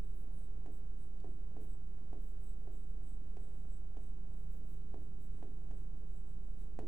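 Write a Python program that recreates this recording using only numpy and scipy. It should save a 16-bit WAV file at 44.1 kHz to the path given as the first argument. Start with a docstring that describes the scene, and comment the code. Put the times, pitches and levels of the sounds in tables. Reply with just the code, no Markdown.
"""Someone writes on a large touchscreen in a quiet classroom. From the outset a low, throbbing hum with a
slight flutter lies under faint electronic whines and room air, and the sliding stylus makes a thin friction
hiss whose resonance glides through each stroke. From 0.66 s soft landings excite the modes of the glass
panel. Light ticks follow from 1.2 s, the first just before a faint stick-slip squeak. From 4 to 6.5 s the
hum's upper harmonics swell, and the hardest tap ends the scene."""
import sys
import numpy as np
from scipy import signal
from scipy.fft import rfft, irfft, next_fast_len
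from scipy.io import wavfile
from scipy.ndimage import uniform_filter1d, map_coordinates

SR = 44100
rng = np.random.default_rng(int(sys.argv[2]) if len(sys.argv) > 2 else 0)


def int16_out(signal):
    """Quantize to a 16-bit WAV file."""
    q = np.round(np.clip(np.atleast_2d(signal).T, -1, 1) * 32767)
    wavfile.write(sys.argv[1], SR, q.astype(np.int16))


N = 302967


def amp(db):
    """Amplitude ratio of a level in decibels."""
    return 10 ** (np.asarray(db) / 20)


def unit(x):
    """Normalisation to rms 1."""
    return x / np.sqrt(np.mean(x ** 2) + 1e-20)


def along(points, hz):
    """Interpolation of (frequency, value) points on a logarithmic frequency axis."""
    f, v = np.transpose(points)
    return np.interp(np.log(hz + 1), np.log(f + 1), v)


def wobble(rate):
    """Smooth random modulation: a spline through rate Gaussian knots a second."""
    return map_coordinates(rng.standard_normal(int(N * rate / SR) + 4), [np.arange(N) * rate / SR])


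def filtered(x, response):
    """Linear filtering: the spectrum of x times a frequency response."""
    size = next_fast_len(x.shape[-1] + 8192)
    return irfft(rfft(x, size) * response(np.fft.rfftfreq(size, 1 / SR)), size)[..., :x.shape[-1]]


def noise(spectrum):
    """Spectral shaping of white noise, at rms 1."""
    return unit(filtered(rng.standard_normal(N), lambda hz: amp(along(spectrum, hz))))


def narrow(width_hz, size=N):
    """Complex envelope of narrow-band noise with this half width."""
    half = lambda: filtered(rng.standard_normal(size), lambda hz: 1 / (1 + (hz / width_hz) ** 3))
    return unit(half()) + 1j * unit(half())


def band(envelope, hz):
    """Modulation shifts a complex envelope to a steady or gliding centre frequency."""
    return np.real(envelope * np.exp(2j * np.pi * np.cumsum(hz + np.zeros(len(envelope))) / SR))


def add(track, s, sound):
    """Superposition of a sound on the track at time s."""
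    part = track[max(round(s * SR), 0):][:len(sound)]
    part += sound[:len(part)]


# lower and upper harmonics of the hum: (harmonic number, level [dB])
LOW_HARMONICS = [(1, -44.5), (2, -53), (3, -65.5)]
UPPER_HARMONICS = [(4, -69.5), (5, -65), (6, -66.5), (7, -79), (8, -75.5), (9, -76)]
# mains lines and electronic whines: (frequency [Hz], level [dB])
WHINES = [(50, -63.5), (100, -66.5), (124, -73.5), (200, -79), (300, -76), (339, -76), (362, -87.5),
          (449, -80.5), (1582, -93.5), (2272, -99.5), (7897, -102), (7998, -100), (11719, -111),
          (13706, -109)]
HUM_HZ, UPPER_DELAY_S, UPPER_REST_DB = 30, .0173, -0.65
SWELL_START_S, SWELL_END_S, SWELL_DB = 4.02, 6.48, 3.87


def hum():
    """A harmonic series, amplitude-modulated every fourth cycle and pulsed every twelfth, with whines."""
    t = np.arange(N) / SR

    def tone(hz, db, delay):
        """A sinusoid with slow random amplitude and phase modulation."""
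        return amp(db + 1.1 * wobble(3.4)) * np.cos(2 * np.pi * hz * (t - delay) + .35 * wobble(3))

    cycle = HUM_HZ * (t - .105)
    buzz = -sum(amp(db + 0.2 * wobble(3.5)) * np.cos(2 * np.pi * k * cycle) for k, db in LOW_HARMONICS)
    throb = np.cos(2 * np.pi * cycle / 4)
    from_kick_s = ((cycle + 6) % 12 - 6) / HUM_HZ
    kick = amp(-43) * np.exp(-(from_kick_s / 0.0077) ** 2)
    progress = np.clip((t - SWELL_START_S) / (SWELL_END_S - SWELL_START_S), 0, 1)
    swell = np.sqrt(np.abs(np.sin(np.pi * progress)))
    # harmonics in phase add up to one soft pulse a cycle
    drone = sum(tone(k * HUM_HZ, db, UPPER_DELAY_S) for k, db in UPPER_HARMONICS)
    drone *= amp(UPPER_REST_DB + SWELL_DB * swell)
    whines = sum(tone(hz, db, rng.uniform()) for hz, db in WHINES)
    return buzz * (1 + 0.028 * throb) - amp(-60.5) * throb - kick + drone + whines


# three impulses in each cycle of the hum: (delay [s], level [dB])
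FLUTTER_IMPULSES = [(.0116, -67), (.0173, -60.7), (.0278, -68.5)]
# the modes they excite: (frequency [Hz], relative level [dB], 60 dB decay time [s])
FLUTTER_RESONANCES = [(330, -6, .02), (660, 0, .014), (1350, -4, .008)]


def flutter():
    """A jittered impulse train in step with the hum excites damped modes: tiny, dull, uneven ticks."""
    impulses, t = np.zeros(N), np.arange(SR // 25) / SR
    ring = sum(amp(db - 60 * t / t60) * np.sin(2 * np.pi * hz * t) for hz, db, t60 in FLUTTER_RESONANCES)
    ring *= 1 - np.exp(-t / .0008)
    cycles = np.arange(0, N / SR, 1 / HUM_HZ)
    for delay, db in FLUTTER_IMPULSES:
        late, size = rng.standard_normal((2, len(cycles)))
        at = np.round((cycles + delay + .0004 * late) * SR).astype(int)
        impulses[np.clip(at, 0, N - 1)] += amp(db + 2 * size)
    return signal.fftconvolve(impulses, ring)[:N]


# room noise: (frequency [Hz], relative spectral density [dB])
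AIR_SPECTRUM = [(15, -17), (30, -2.5), (65, -16.5), (100, -15), (170, -21.5), (250, -26.5), (400, -29.5),
                (600, -36.5), (1000, -43.5), (1300, -50.5), (1620, -51.5), (2000, -54), (5000, -60.5),
                (8000, -84)]


def air():
    """Ambient noise, nearly stationary, with its energy at low frequencies."""
    return noise(AIR_SPECTRUM) * amp(-55 + 0.77 * wobble(11))


# hiss common to both channels: (frequency [Hz], relative spectral density [dB])
HISS_SPECTRUM = [(2500, -0.5), (4500, -11.5), (5500, -2.5), (6700, 3), (8000, 0), (9300, -3), (11000, -4.5),
                 (13500, -5), (15700, -2.5)]


def hiss():
    """Electronic noise floor: an in-phase and an antiphase part make the channels partly coherent."""
    common = amp(-84.5) * noise(HISS_SPECTRUM)
    side = amp(-90) * noise([(30, 25.5), (100, 2), (300, -52), (600, -3),
                             (2000, 7.5), (8000, 10), (15000, 10.5)])
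    return np.array([common + side, common - side])


def patchy(x, depth_db):
    """Random gain over time and frequency makes resonances come and go."""
    spectra = signal.stft(x, nperseg=256)[2]
    field = uniform_filter1d(rng.standard_normal(spectra.shape), size=4, axis=0)
    field = uniform_filter1d(field, size=22, axis=1)
    return signal.istft(spectra * amp(depth_db * unit(field)), nperseg=256)[1][:N]


# slides of the tip: (start [s], duration [s], whistle level [dB], from [Hz], to [Hz], half width [Hz],
# sizzle level [dB], sizzle centre [Hz], scrape level [dB])
PEN_STROKES = [(0.0, 0.13, -85.5, 8940, 7660, 700, -88, 12500, -96),
               (0.12, 0.16, -85, 9700, 9500, 1200, -82.5, 12700, -91),
               (0.318, 0.16, -79, 9600, 8000, 1100, -84, 12700, -90),
               (0.71, 0.091, -84.5, 8400, 8250, 1000, -81.5, 13600, -89),
               (0.984, 0.1, -83, 8800, 8700, 1110, -88, 13100, -90),
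               (1.607, 0.064, -81.5, 9500, 9450, 800, -80.5, 13300, -79.5),
               (1.673, 0.087, -79.5, 8840, 7700, 700, -86, 13000, -91),
               (2.19, 0.17, -86, 7900, 7480, 600, -82.5, 12900, -86),
               (2.395, 0.16, -79, 8930, 7760, 900, -84, 13600, -86),
               (2.715, 0.068, -83.5, 7840, 7400, 500, -86, 13800, -88),
               (2.746, 0.12, -84, 9160, 7700, 800, -88, 12900, -90),
               (2.857, .1, -96, 8200, 8000, 800, -91, 12300, -95),
               (3.029, 0.14, -80.5, 8550, 8350, 1000, -88, 13300, -85),
               (3.391, 0.11, -85, 8600, 8300, 900, -90, 13200, -85),
               (3.48, .19, -91, 8300, 8100, 1100, -91, 12800, -86),
               (3.686, 0.11, -84.5, 8000, 8300, 800, -92, 13400, -84),
               (3.988, 0.12, -86, 8870, 7900, 1000, -90, 13300, -83),
               (4.29, 0.21, -92, 8360, 7730, 800, -87.5, 12260, -87.5),
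               (4.495, 0.11, -87, 7500, 7300, 700, -81, 12600, -87),
               (4.647, 0.15, -87, 8370, 8200, 900, -81, 13000, -84),
               (5.004, 0.064, -92, 7700, 7600, 900, -87, 12200, -89),
               (5.193, 0.093, -84, 7880, 8000, 450, -83, 12600, -85),
               (5.3, 0.16, -91, 8330, 8100, 1300, -99, 12500, -91),
               (5.743, 0.12, -88, 8170, 7900, 500, -87, 12800, -86),
               (5.96, .06, -94, 7700, 7600, 700, -91, 12500, -94),
               (6.122, 0.095, -92, 7460, 7370, 600, -87, 11600, -93),
               (6.26, 0.1, -92, 7900, 8050, 500, -90, 13000, -86),
               (6.41, 0.14, -95, 7840, 7800, 800, -96, 12000, -99),
               (6.589, 0.063, -95, 8250, 8240, 700, -84, 12900, -85)]
# broadband friction: (frequency [Hz], relative spectral density [dB])
SCRAPE_SPECTRUM = [(2500, -9), (3400, -12), (3850, -3.5), (4400, -24.5), (6500, -7.5), (7400, -7.5),
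                   (7950, 0.5), (8700, -8.5), (9600, -9.5), (10300, -7), (11000, -14), (12000, -10),
                   (13700, -15.5), (15000, -26)]
# the stylus colours whistle and sizzle: (frequency [Hz], half width [Hz], gain [dB])
STYLUS_RESONANCES = [(7980, 130, 6), (10200, 220, 4), (11100, 400, -2.5), (12600, 340, 0)]
RUB_HZ, RUB_DB = 3820, -14.5  # a lower stylus resonance, relative to the whistle
CORE_DB, CORE_WIDTH_HZ, CORE_GLIDE_HZ = -3.5, 200, 1200  # the whistle's core is full at this glide


def strokes():
    """Sliding friction follows the tip's speed: a broad scrape, a gliding whistle and a high sizzle."""
    t = np.arange(N) / SR
    scrape = noise(SCRAPE_SPECTRUM)
    rub = band(narrow(width_hz=160), RUB_HZ)
    sizzle = narrow(width_hz=1800)
    graze = amp(-96.5 + 5 * wobble(5.7))  # the tip brushes the glass even between strokes
    friction = graze * (scrape + amp(-5) * band(sizzle, hz=12370))
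    singing = np.zeros(N)
    for start, length, whistle_db, from_hz, to_hz, width_hz, sizzle_db, sizzle_hz, scrape_db in PEN_STROKES:
        on = (t > start - .012) & (t < start + length + .012)
        progress = np.linspace(0, 1, on.sum())
        speed = np.abs(np.sin(np.pi * progress ** 0.91)) ** 0.97  # rises faster than it falls
        # on curved strokes, which glide far, a purer core sings inside the hiss
        core = amp(CORE_DB) * min(abs(from_hz - to_hz) / CORE_GLIDE_HZ, 1)
        chatter = narrow(width_hz, size=SR // 2) + core * narrow(CORE_WIDTH_HZ, size=SR // 2)
        chatter = chatter[:len(progress)] / np.hypot(1, core)
        whistle = band(chatter, from_hz + (to_hz - from_hz) * progress) + amp(RUB_DB) * rub[on]
        singing[on] += speed * (amp(whistle_db) * whistle + amp(sizzle_db) * band(sizzle[on], sizzle_hz))
        friction[on] += speed * amp(scrape_db) * scrape[on]
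    colour = lambda f: amp(sum(db / (1 + ((f - hz) / width) ** 2) for hz, width, db in STYLUS_RESONANCES))
    friction += filtered(singing, colour)
    return patchy(friction, depth_db=2.1) * amp(0.23 + 1.1 * wobble(130))  # the tip catches unevenly


# impacts: (time [s], level [dB], relative click level [dB], relative ring level [dB],
# relative middle mode level [dB], lowest knock mode [Hz])
LANDINGS = [(0.6607, -48, -9, 4.5, -8, 394), (1.244, -47.5, -14, 4.5, -7, 396),
            (1.567, -46.5, -15, 3.5, -2.5, 340), (2.13, -46, -14, 1, -2, 345),
            (2.6739, -49.5, -32, 1, -16, 410), (3.369, -50, -8, -0.5, -3, 420),
            (3.9692, -49, -8.5, -1, -1, 372), (4.9422, -44.5, -16, 0.5, -3, 370),
            (5.427, -46, -12.5, 2.5, 1, 336), (5.7111, -50, -9, 0, -2, 300),
            (6.7896, -38, -10.5, 1.5, 1.5, 378)]
# the panel's upper knock modes and its ringing modes:
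# (frequency [Hz], relative level [dB], 60 dB decay time [s])
KNOCK_MODES = [(663, 3, 0.015), (1460, -10, 0.008)]
RING_MODES = [(126.5, -19, 0.49), (206, -21.5, .8), (241.8, -20, 0.35), (284, -17.5, .45), (311, -16, .5),
              (326, -18, .55), (347, -17.5, .45), (364, -21.5, .45), (393, -19.5, .45), (412, -18, .5),
              (440, -23.5, 0.4), (468, -26.5, .4), (632, -30, .35), (712, -27.5, 0.35), (782, -33, .3)]
# tip on glass, and the wash of crowded panel modes: (frequency [Hz], relative spectral density [dB])
CLICK_SPECTRUM = [(800, -18), (1800, 6), (3500, -4), (5000, -7.5), (8000, -6), (11000, -14), (15000, -27)]
WASH_SPECTRUM = [(130, -25), (260, -2.5), (400, 6.5), (520, 1), (600, -4.5), (720, -6), (900, -11.5),
                 (1150, -27), (2500, -32), (5000, -43.5)]
# the knock returns again and again at roughly 10 ms spacing: (delay [s], relative level [dB])
REFLECTIONS = [(0.01, -8.5), (0.0195, -13), (0.0303, -10.5), (.0405, -13.5), (0.0496, -14)]
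THUD_DB, THUD_T60_S, MIDDLE_HZ, MIDDLE_T60_S = 6, 0.018, 524, 0.016  # the two lowest knock modes


def taps():
    """Impact excitation: each landing sets the panel's damped modes ringing under a short click."""
    out, t = np.zeros(N), np.arange(SR // 2) / SR
    clicks, washes = noise(CLICK_SPECTRUM), noise(WASH_SPECTRUM)
    excerpt = lambda x: np.roll(x, rng.integers(N))[:len(t)]
    for s, db, click_db, ring_db, middle_db, thud_hz in LANDINGS:
        low_modes = [(thud_hz, THUD_DB, THUD_T60_S), (MIDDLE_HZ, middle_db, MIDDLE_T60_S)]
        hz, mode_db, t60 = np.transpose(low_modes + KNOCK_MODES + RING_MODES)[:, :, None]
        ringing = t60 > .05
        # the spot struck sets each mode's strength; long modes build up as waves cross the glass
        strength = amp(mode_db + ringing * (ring_db + rng.normal(0, 2, hz.shape)) - 60 * t / t60)
        rise = 1 - np.exp(-t / np.where(ringing, .012, .0007))
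        phase = ringing * rng.uniform(0, 2 * np.pi, hz.shape)
        modes = strength * rise * np.sin(2 * np.pi * hz * t + phase)
        wash = excerpt(washes) * amp(ring_db - 18.5 - 60 * t / 0.29) * (1 - np.exp(-t / 0.0029))
        cutoff_hz = 10100 + 500 * (db + 52)  # harder landings click brighter
        click = filtered(excerpt(clicks), lambda f: 1 / np.sqrt(1 + (f / cutoff_hz) ** 10))
        click *= amp(click_db - 11.5 - 60 * t / 0.043)
        add(out, s, amp(db) * (modes.sum(axis=0) + wash + click))
        dull_knock = np.sum(modes * ~ringing / (1 + (hz / 600) ** 2), axis=0)
        for delay, echo_db in REFLECTIONS:
            add(out, s + delay, amp(db + echo_db) * dull_knock)
    return out


# decay of the classroom: (frequency [Hz], reverberation time [s])
REVERB_TIMES = [(150, 0.49), (400, 0.32), (800, 0.16), (2000, 0.42), (10000, 0.43)]


def room(x):
    """Diffuse reverberation: convolution with noise that decays exponentially, fastest near 800 Hz."""
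    hz, t, spectra = signal.stft(rng.standard_normal(SR // 2), SR, nperseg=256)
    decay = amp(-60 * t / along(REVERB_TIMES, hz)[:, None])
    tail = signal.istft(spectra * decay, SR, nperseg=256)[1]
    response = np.pad(tail / np.linalg.norm(tail), (SR // 200, 0))  # arrives 5 ms late
    return signal.fftconvolve(x, response)[:N]


# light touches of the tip on the glass: (time [s], level [dB], frequency [Hz])
TIP_TICKS = [(1.2027, -65, 3750), (2.1305, -68.5, 8800), (3.075, -72, 2600), (4.819, -72, 3700)]
TICK_OCTAVE_DB, TICK_T60_S = -5, 0.0078


def ticks():
    """Grazing contacts give transients: milliseconds of narrow-band noise with a weaker octave."""
    out, t = np.zeros(N), np.arange(SR // 20) / SR
    grain = narrow(width_hz=750)
    burst = lambda hz: band(np.roll(grain, rng.integers(N))[:len(t)], hz)
    for s, db, hz in TIP_TICKS:
        tick = burst(hz) + amp(TICK_OCTAVE_DB) * burst(2 * hz)
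        add(out, s, tick * amp(db - 60 * t / TICK_T60_S))
    return out


# course of the squeak: (time [s], frequency [Hz], level [dB])
SQUEAK_PATH = [(1.24, 8060, -102), (1.27, 8260, -91), (1.327, 8560, -87), (1.355, 8300, -91),
               (1.38, 8200, -115)]


def squeak():
    """Stick-slip oscillation: on one curve the tip whistles faintly over a dry rasp."""
    t = np.arange(N) / SR
    s, hz, db = np.transpose(SQUEAK_PATH)
    pitch = np.interp(t, s, hz) + 70 * wobble(400)
    whistle = np.sin(2 * np.pi * np.cumsum(pitch) / SR)
    rasp = noise([(6000, -30), (7800, 0), (8400, 0), (10000, -30)])
    envelope = amp(np.interp(t, s, db)) * (t > s[0]) * (t < s[-1])
    return envelope * (whistle + amp(-3) * rasp)


def scene():
    """Superposition at one microphone, heard in two hissing channels; only taps and ticks reverberate."""
    contacts = taps() + ticks()
    mono = contacts + amp(-7) * room(contacts) + strokes() + squeak() + hum() + flutter() + air()
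    return (mono + hiss()) * amp([[-.17], [.17]])


# resting value of each converter, left then right: (offset [full scale])
DC_OFFSET = [
    [-.0153],
    [-.0239],
]
BAND_LIMIT_HZ = 15700


def record(dry):
    """Band limiting by an ideal low-pass filter, plus the converters' small constant offset."""
    return filtered(dry, lambda hz: hz < BAND_LIMIT_HZ) + np.array(DC_OFFSET)


dry = scene()
out = record(dry)
int16_out(out)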